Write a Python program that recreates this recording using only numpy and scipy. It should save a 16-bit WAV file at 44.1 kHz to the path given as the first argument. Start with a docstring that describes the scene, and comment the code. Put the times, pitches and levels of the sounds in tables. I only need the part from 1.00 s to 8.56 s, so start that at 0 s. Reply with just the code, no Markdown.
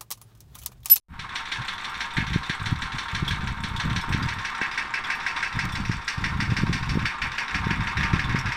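"""Steel clanks six times a second: a chain hay elevator running empty in front of a barn.
Each link drops onto the sprocket, chatters, and knocks again on the return run; between blows the
pins chirp and the chain drags along the ringing steel frame. The microphone starts near the foot
of the elevator and moves to its side about three seconds in. Gusts of wind buffet it throughout."""
import sys
import numpy as np
from scipy import signal
from scipy.fft import rfft, irfft, next_fast_len
from scipy.io import wavfile
from scipy.ndimage import uniform_filter1d

SR = 44100
rng = np.random.default_rng(int(sys.argv[2]) if len(sys.argv) > 2 else 0)


def persist_wave(psi):
    """Save psi, clipped to +-1, as 16-bit WAV."""
    counts = np.round(np.clip(psi, -1, 1) * 32767).astype(np.int16)
    wavfile.write(sys.argv[1], SR, np.atleast_2d(counts).T)


N = 333396
BLOW_T = np.arange(8192) / SR  # seconds into one blow
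ONSET_S = 0.085  # the breeze and the running noise start here

# The microphone's walk. Each row: time in seconds, position from 0 (foot) to 1 (side).
MIC_POSITION = [(2.9, 0.34), (3.7, 1)]

# Gusts on the microphone. Each row: start in seconds, length in seconds, relative level in dB.
GUST_EVENTS = [(0.086, 0.19, -40), (0.554, 0.052, -33.5), (1.153, 0.22, -28.5), (1.595, 0.24, -31),
               (1.924, 0.023, -30), (2.121, 0.67, -30), (2.837, .11, -21), (3.069, 0.19, -25),
               (3.244, 0.15, -35), (4.532, 0.41, -27), (5.169, 0.44, -27.5), (5.464, 0.58, -27.5),
               (6.202, 0.07, -33), (6.512, 0.8, -28.5), (7.084, 0.41, -26)]
# The strongest eddies. Each row: time of the peak in seconds, peak level in dB, pitch in Hz.
EDDY_EVENTS = [(1.184, -11, 130), (1.362, -10, 140), (1.501, -19.5, 150), (1.726, -12, 126),
               (2.229, -12, 145), (2.918, -16, 114), (3.148, -14, 136), (4.899, -12, 130),
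               (5.523, -11.5, 126), (5.637, -11, 151), (5.697, -11.5, 131), (5.957, -13, 157),
               (5.974, -12.5, 185), (6.671, -14, 167), (6.712, -11.5, 155), (7.139, -7, 144),
               (7.348, -13.5, 161)]
# Wind on the microphone. Each row: frequency in Hz, relative level in dB.
WIND_SPECTRUM = [(15, -26), (50, 3.5), (120, 4.5), (180, -1), (280, -13), (420, -29.5), (700, -43),
                 (2000, -106.5)]

# Resonances of the steel frame. Each row: frequency in Hz, width in Hz, gain in dB.
FRAME_MODES = [(772, 34, 1.5), (927, 23.7, 6.5), (1067.6, 34.4, 4), (1193, 11, 3.5), (1359, 43, -0.5),
               (1568, 62, -5), (1662, 14, -4), (1825, 6.4, 1.5), (1933, 19, -7), (2166, 20, 1.5),
               (2275, 18, -1.5), (2420, 8.9, -12), (2627, 16, 3.5), (2847, 16, -4.5), (3770, 21, -2),
               (4510, 22, 0.5), (5430, 95, 4)]
# The chain dragging on its track. 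Each row: time in seconds, relative level in dB.
DRAG_LEVELS = [(2.5, -37.5), (2.9, -35.5), (4.3, -35), (5, -37.5), (6.2, -36), (6.6, -34)]
# The scrape of that drag. Each row: frequency in Hz, relative level in dB.
DRAG_SPECTRUM = [(40, -28), (200, -2.5), (400, -9), (600, -14), (750, -8), (950, 2), (1500, 2), (2200, -4),
                 (2900, -12), (3700, -11), (5500, -31.5), (8000, -50), (14000, -66)]

# Modes of a chain pin. Each row: frequency in Hz, relative level in dB.
PIN_RESONANCES = [(3500, 8), (5480, -5.5), (8500, -10), (11100, -19), (13200, -14.5)]
# When a bending pin chirps. Each entry: seconds after the landing.
CHIRP_DELAYS_S = [-0.0067, .051, .131]
# The brief scrape of a chirp. Each row: octaves from its pitch, relative level in dB.
CHIRP_SPECTRUM = [(-2.5, -52), (-0.37, -4), (0.044, 5), (0.21, -17), (0.93, -31)]
# Squeaks of dry pins. Each row: start in seconds, level in dB, pitch in Hz.
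DRY_SQUEAKS = [(2.278, -27, 3360), (2.762, -35, 3530), (3.225, -38, 4820), (4.044, -38, 3360),
               (7.24, -37, 3520), (7.387, -36.5, 5460)]

# Modes of a link. Each row: frequency in Hz, relative dB at the foot and at the side, t60 in seconds.
LINK_RESONANCES = [(3550, 16.5, 13, 0.22), (3920, 14, 14.5, 0.057), (5010, -3, 11, 0.12),
                   (5630, -13, 2.5, 0.33), (5750, 4, 7.5, 0.18), (8640, -11, -13.5, 0.33),
                   (11040, -24, -13, 0.1), (13250, -31, -29, 0.22)]
# The bright jangle of a link. Each row: frequency in Hz, relative dB at the foot and at the side.
JANGLE_SPECTRUM = [(1200, -23, -22), (2470, -17, 11.5), (3330, 15, 1), (4470, 6, 5), (4450, -1.5, 8),
                   (5400, -12.5, 2.5), (5930, -4, 0.5), (6720, -9.5, -8), (9100, -16, -9),
                   (9850, -15, -24.5), (12900, -43, -32), (15200, -45, -44)]
# Links that slip back almost without a knock. 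Each entry: time of the landing in seconds.
GLIDING_LINKS_S = [2.473, 2.639, 2.959, 3.774, 4.915, 5.241, 6.055]
# How hard return knocks shake the frame. Each row: time in seconds, dB above the knock's own level.
SHAKE_LEVELS = [(3, 6), (4.1, 8), (5.1, 4.5), (6.1, 7.5), (6.5, 12.5)]
# The softer blow of a return knock on the frame. Each row: frequency in Hz, relative level in dB.
SHAKE_SPECTRUM = [(300, -15), (700, -30), (1300, -6), (1700, 3.5), (2500, -2), (3100, -13.5), (3700, -6.5),
                  (4300, -25.5), (5500, -25), (8000, -73)]
# The clank of a landing link. Each row: frequency in Hz, relative level in dB.
CLANK_SPECTRUM = [(300, -20), (700, -20), (1300, -13), (1650, 4.5), (2400, -1), (3000, -11), (4000, -26),
                  (8000, -48)]
# Links landing on the sprocket. Each row: start in seconds, relative dB of the clank and of the jangle.
LINK_LANDINGS = [(0.192, -37, -39.5), (0.354, -29.5, -31), (0.517, -27, -30), (0.68, -31.5, -31.5),
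                 (0.843, -34.5, -34), (1.005, -28.5, -32.5), (1.167, -24.0, -32.5), (1.331, -30.0, -34.5),
                 (1.495, -26, -32), (1.657, -31.5, -33.0), (1.819, -30, -33.5), (1.982, -31.0, -33),
                 (2.147, -29.5, -31.5), (2.307, -28, -33), (2.471, -32, -37.0), (2.635, -32, -33.5),
                 (2.798, -29, -31.5), (2.96, -28.5, -32), (3.124, -28, -34.5), (3.285, -29, -36),
                 (3.448, -29, -36), (3.613, -24, -39.0), (3.775, -25, -34), (3.938, -24.5, -35.5),
                 (4.1, -24, -35), (4.263, -23.5, -35), (4.426, -24, -35.5), (4.589, -25, -34),
                 (4.751, -33, -34), (4.914, -31.5, -38), (5.078, -26, -29.5), (5.24, -24, -33.0),
                 (5.402, -25.5, -32.5), (5.565, -27, -31.5), (5.727, -29, -31.5), (5.891, -33.5, -34),
                 (6.054, -23.5, -32.5), (6.217, -25, -35.0), (6.38, -25.5, -33.5), (6.543, -24.5, -34),
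                 (6.705, -24.5, -38), (6.87, -27.5, -37.5), (7.03, -24.0, -36.5), (7.193, -24.5, -37.5),
                 (7.357, -26.5, -40), (7.52, -26.5, -37.5)]
LANDING_TIMES_S = np.transpose(LINK_LANDINGS)[0]


def gain_of(db):
    """Decibels to amplitude."""
    return 10 ** (np.asarray(db) / 20)


def unit_rms(x):
    """Scales to rms 1."""
    return x / np.sqrt(np.mean(x ** 2) + 1e-20)


def at_time(rows, s):
    """Reads (seconds, value) rows at time s, joined by straight lines."""
    return np.interp(s, *np.transpose(rows))


def add(mix, s, sound):
    """Mixes a sound in at time s."""
    part = mix[max(round(s * SR), 0):][:len(sound)]
    part += sound[:len(part)]


def colour(x, spectrum, tilt_db=0):
    """Filters by (Hz, dB) rows, tilted by tilt_db an octave."""
    size = next_fast_len(len(x) + 2048)
    octave = np.log2(np.fft.rfftfreq(size, 1 / SR) + 1)
    hz, db = np.transpose(spectrum)
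    knots = np.log2(hz)
    slope = tilt_db * (np.clip(octave, knots[0], knots[-1]) - knots.mean())
    return irfft(rfft(x, size) * gain_of(np.interp(octave, knots, db) + slope), size)[:len(x)]


def wander(hz):
    """Smooth random drift of rms 1, rolling off above hz."""
    lowpass = np.exp(-(np.fft.rfftfreq(N, 1 / SR) / hz) ** 2)
    return unit_rms(irfft(rfft(rng.standard_normal(N)) * lowpass, N))


def dying(t60, delay=0, rise=.0014):
    """Envelope of one contact: a quick rise after a delay, then a fall of 60 dB in t60 seconds."""
    t = np.maximum(BLOW_T - delay, 0)
    return (1 - np.exp(-t / rise)) * np.exp(-np.log(1000) * t / t60)


def wind_strength_db(attack_s=0.016, release_s=0.034, lull_db=-51.5):
    """Each gust rises, holds and dies back into a light breeze."""
    t = np.arange(N) / SR
    power = gain_of(lull_db) ** 2 * (t > ONSET_S)
    for start, length, db in GUST_EVENTS:
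        attack = np.clip((t - start) / attack_s, 0, 1)
        release = np.exp(-np.maximum(t - start - length, 0) / release_s)
        power += (gain_of(db) * attack * release) ** 2
    return 10 * np.log10(power + 1e-12)


def eddies(width_cycles=0.56, steepness=0.7):
    """Single eddies roll past the microphone; the pressure wave steepens where each is strongest."""
    out, middle = np.zeros(N), BLOW_T.mean()
    for s, db, hz in EDDY_EVENTS:
        cycles = (BLOW_T - middle) * hz
        swell = np.exp(-abs(cycles / width_cycles) ** 1.77)
        angle = 2 * np.pi * (cycles + rng.random())
        add(out, s - middle, gain_of(db) * swell * np.sin(angle + steepness * swell * np.sin(angle)))
    return out


def wind(buffet_db=3.5, lump_db=6):
    """Air right on the microphone: lumpy turbulence, brighter in gusts, a deep rumble and eddies."""
    level_db = wind_strength_db() + buffet_db * np.minimum(wander(hz=16), .5)
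    gust = np.clip((level_db + 34.5) / 18, 0, 1)
    air = rng.standard_normal(N) * gain_of(lump_db * np.tanh(wander(hz=103)))
    calm = unit_rms(colour(air, WIND_SPECTRUM, tilt_db=-1.5))
    strong = unit_rms(colour(air, WIND_SPECTRUM, tilt_db=5.5))
    turbulence = gain_of(level_db - 1.5) * ((1 - gust) * calm + gust * strong)
    rumble = unit_rms(colour(rng.standard_normal(N), [(10, 18.5), (28, 10), (55, 13.5), (200, -39)]))
    rumble_db = -45 + 0.44 * (level_db + 39.5)
    return turbulence + gain_of(rumble_db) * rumble + eddies()


def chain_drag(rough_db=1.5, flutter_db=1.6, ticks_per_s=260, hiss_db=-64):
    """The chain slides on its track: a fluttering scrape with small ticks in it, and a fine hiss."""
    slide = rng.standard_normal(N) * gain_of(rough_db * wander(hz=55) + flutter_db * wander(hz=32))
    ticks = rng.uniform(-0.72, 1, N) * (rng.random(N) < ticks_per_s / SR)
    contact = slide + 0.48 * unit_rms(ticks)
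    hiss = unit_rms(colour(contact, [(2000, -14), (8400, -3.5), (10500, -13.5), (15500, -30)]))
    scrape = unit_rms(colour(contact, DRAG_SPECTRUM))
    scrape_db = at_time(DRAG_LEVELS, np.arange(N) / SR) - 1
    return gain_of(scrape_db) * scrape + gain_of(hiss_db) * hiss


def steel_frame(contacts, direct=0.81):
    """Contacts reach the microphone directly and also ring the tubes of the frame."""
    out = direct * contacts
    for hz, width, db in FRAME_MODES:
        radius = np.exp(-np.pi * width / SR)
        pole = radius * np.exp(2j * np.pi * hz / SR)
        out += 2 * gain_of(db) * signal.lfilter([1 - radius], [1, -pole], contacts).real
    return out


def steel_paths(place_s=1.3):
    """The dense ring of the steel for each link; its paths change slowly as the microphone moves."""
    paths = rng.standard_normal((int(N / SR / place_s) + 2, len(BLOW_T)))
    rings = []
    for s in LANDING_TIMES_S:
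        place, part = divmod(s / place_s, 1)
        fade = part * np.pi / 2
        rings.append(np.cos(fade) * paths[int(place)] + np.sin(fade) * paths[int(place) + 1])
    return rings


def blow(envelope, spectrum, db, grain=0.42, ring=None, likeness=.93):
    """A burst of tiny uneven steel contacts, mostly the ring if given; db sets its loudest 25 ms."""
    contacts, sizes = rng.standard_normal((2, len(envelope)))
    if ring is not None:
        contacts = likeness * ring + np.sqrt(1 - likeness ** 2) * contacts
    unevenness = np.exp(grain * unit_rms(uniform_filter1d(sizes, size=40)))
    burst = colour(contacts * unevenness * envelope, spectrum)
    return gain_of(db) * burst / np.sqrt(uniform_filter1d(burst ** 2, size=SR // 40).max())


def ringing(modes, db, size, spread_db=3.5, detune=.009, radians_per_khz=.14):
    """A small steel part rings in close pairs of modes (Hz, dB, t60); its rattle roughens their phase."""
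    out, t = np.zeros(size), BLOW_T[:size]
    rattle = radians_per_khz * unit_rms(uniform_filter1d(rng.standard_normal(size), size=60))
    for hz, mode_db, t60 in modes:
        level, shift, phase = rng.standard_normal((3, 2, 1))
        angle = 2 * np.pi * (hz * (1 + detune * shift) * t + phase) + rattle * hz / 1000
        pair = gain_of(spread_db * level) * np.sin(angle)
        out += gain_of(mode_db) * dying(t60)[:size] * pair.sum(0)
    return gain_of(db) * out / np.sqrt(np.mean(out[:SR // 40] ** 2))


def pin_ping(db, t60=.14):
    """A pin pings briefly as it slips."""
    return ringing([(hz, mode_db, t60) for hz, mode_db in PIN_RESONANCES], db, size=3000, detune=.018)


def pin_squeak(hz, db):
    """A dry pin sticks and slips: a rough scrape that peaks around hz."""
    octaves_db = [(-2, -45), (-.14, -15), (0, 0), (.12, -16), (1.2, -36), (2, -50)]
    return blow(dying(t60=0.11), [(hz * 2 ** octave, level) for octave, level in octaves_db], db)


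def pins(chirp_db=-54, spread_db=2, chirp_hz=8000, side_db=-4, side_octaves=-0.13):
    """Bending pins chirp, fainter and lower from the side, and ping; dry ones squeak."""
    out = np.zeros(N)
    chirp = dying(t60=.024, rise=.003)[:SR // 20]
    for s in LANDING_TIMES_S[1:]:
        side = at_time(MIC_POSITION, s)
        db = chirp_db + side_db * side
        for lag in CHIRP_DELAYS_S:
            size, pitch, late, dryness = rng.standard_normal(4)
            hz = chirp_hz * 2 ** (side_octaves * side + .06 * pitch)
            spectrum = [(hz * 2 ** octave, level) for octave, level in CHIRP_SPECTRUM]
            add(out, s + lag + 0.00081 * late, blow(chirp, spectrum, db + spread_db * size))
            if lag > 0:  # a ping goes with each of the two chirps after the landing
                add(out, s + lag, pin_ping(db + 5 + 2 * spread_db * dryness))
    for s, db, hz in DRY_SQUEAKS:
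        add(out, s, pin_squeak(hz, db))
        add(out, s, pin_ping(db - 11))
    click = blow(dying(t60=0.011), [(3000, 9), (14000, -9)], db=-39)
    add(out, 4.653, click)  # one tiny bright click
    return out


def link_ring(s, db):
    """A free link rings, as heard from where the microphone is at time s."""
    side = at_time(MIC_POSITION, s)
    modes = [(hz, foot_db + side * (side_db - foot_db), t60)
             for hz, foot_db, side_db, t60 in LINK_RESONANCES]
    return ringing(modes, db, size=len(BLOW_T))


def jangle_at_mic(s):
    """The spectrum of the jangle from where the microphone is at time s."""
    hz, foot_db, side_db = np.transpose(JANGLE_SPECTRUM)
    return np.column_stack([hz, foot_db + at_time(MIC_POSITION, s) * (side_db - foot_db)])


def return_knocks(lag_s=.0995, knock_db=-43, spread_db=2, glide_db=-11):
    """After each landing a slack link on the return run knocks, rings and bounces, shaking the frame."""
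    jangles, shakes = np.zeros((2, N))
    half_cycle_s = np.diff(LANDING_TIMES_S).mean() / 2
    for s, ring in zip(LANDING_TIMES_S, steel_paths()):
        glides = any(abs(s - when) < half_cycle_s for when in GLIDING_LINKS_S)
        db = knock_db + spread_db * rng.standard_normal() + glide_db * glides
        bounce = dying(t60=0.051, delay=rng.uniform(0.028, 0.0394))
        rattle = dying(t60=0.37) + 0.76 * dying(t60=0.036) + 0.62 * bounce
        add(jangles, s + lag_s, link_ring(s, db - 2))
        add(jangles, s + lag_s, blow(rattle, jangle_at_mic(s), db - 1.5, ring=ring))
        add(shakes, s + lag_s, blow(rattle, SHAKE_SPECTRUM, db + at_time(SHAKE_LEVELS, s), ring=ring))
    return jangles, shakes


def catching_link(start_s=3.613):
    """One link catches harder than the rest and jolts the whole elevator."""
    out = np.zeros(N)
    thump_spectrum = [(200, 4), (600, -4), (1100, -6), (1800, -7), (5000, -58)]
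    add(out, start_s, blow(dying(t60=0.033), thump_spectrum, db=-30))
    return out


def sprocket_clanks():
    """Each link lands hard, rings the same steel and bounces; its bright jangle peaks just after."""
    out = np.zeros(N)
    strike = 1.08 * dying(t60=0.045, rise=0.0008) + 0.26 * dying(t60=0.039, delay=0.018)
    jangle = 1.14 * dying(t60=0.024, delay=0.0023) + 0.98 * dying(t60=0.29, rise=0.0029)
    for (s, clank_db, jangle_db), ring in zip(LINK_LANDINGS, steel_paths()):
        bounce = dying(t60=0.079, delay=0.0363 + 0.0018 * rng.standard_normal())
        landing = strike + 0.68 * dying(t60=0.34) + 0.4 * bounce
        add(out, s, blow(landing, CLANK_SPECTRUM, clank_db - 1, grain=0.18, ring=ring))
        add(out, s, blow(jangle, jangle_at_mic(s), jangle_db - 1, grain=0.21, ring=ring))
        add(out, s, link_ring(s, jangle_db - 5.5))
    return out


def scene(swell_s=0.14):
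    """One microphone in the wind: the running noise swells in under the clanks of the sprocket."""
    jangles, shakes = return_knocks()
    running = steel_frame(shakes + catching_link() + chain_drag()) + jangles + pins()
    swell = 1 - np.exp(-np.maximum(np.arange(N) / SR - ONSET_S, 0) / swell_s)
    return (steel_frame(sprocket_clanks()) + swell * running + wind())[None]


def record(dry):
    """The recorder's band limit."""
    lowpass = signal.firwin(511, cutoff=15550, window=("kaiser", 9), fs=SR)
    return signal.oaconvolve(dry, lowpass[None], "same")


dry = scene()
out = record(dry)
persist_wave(out)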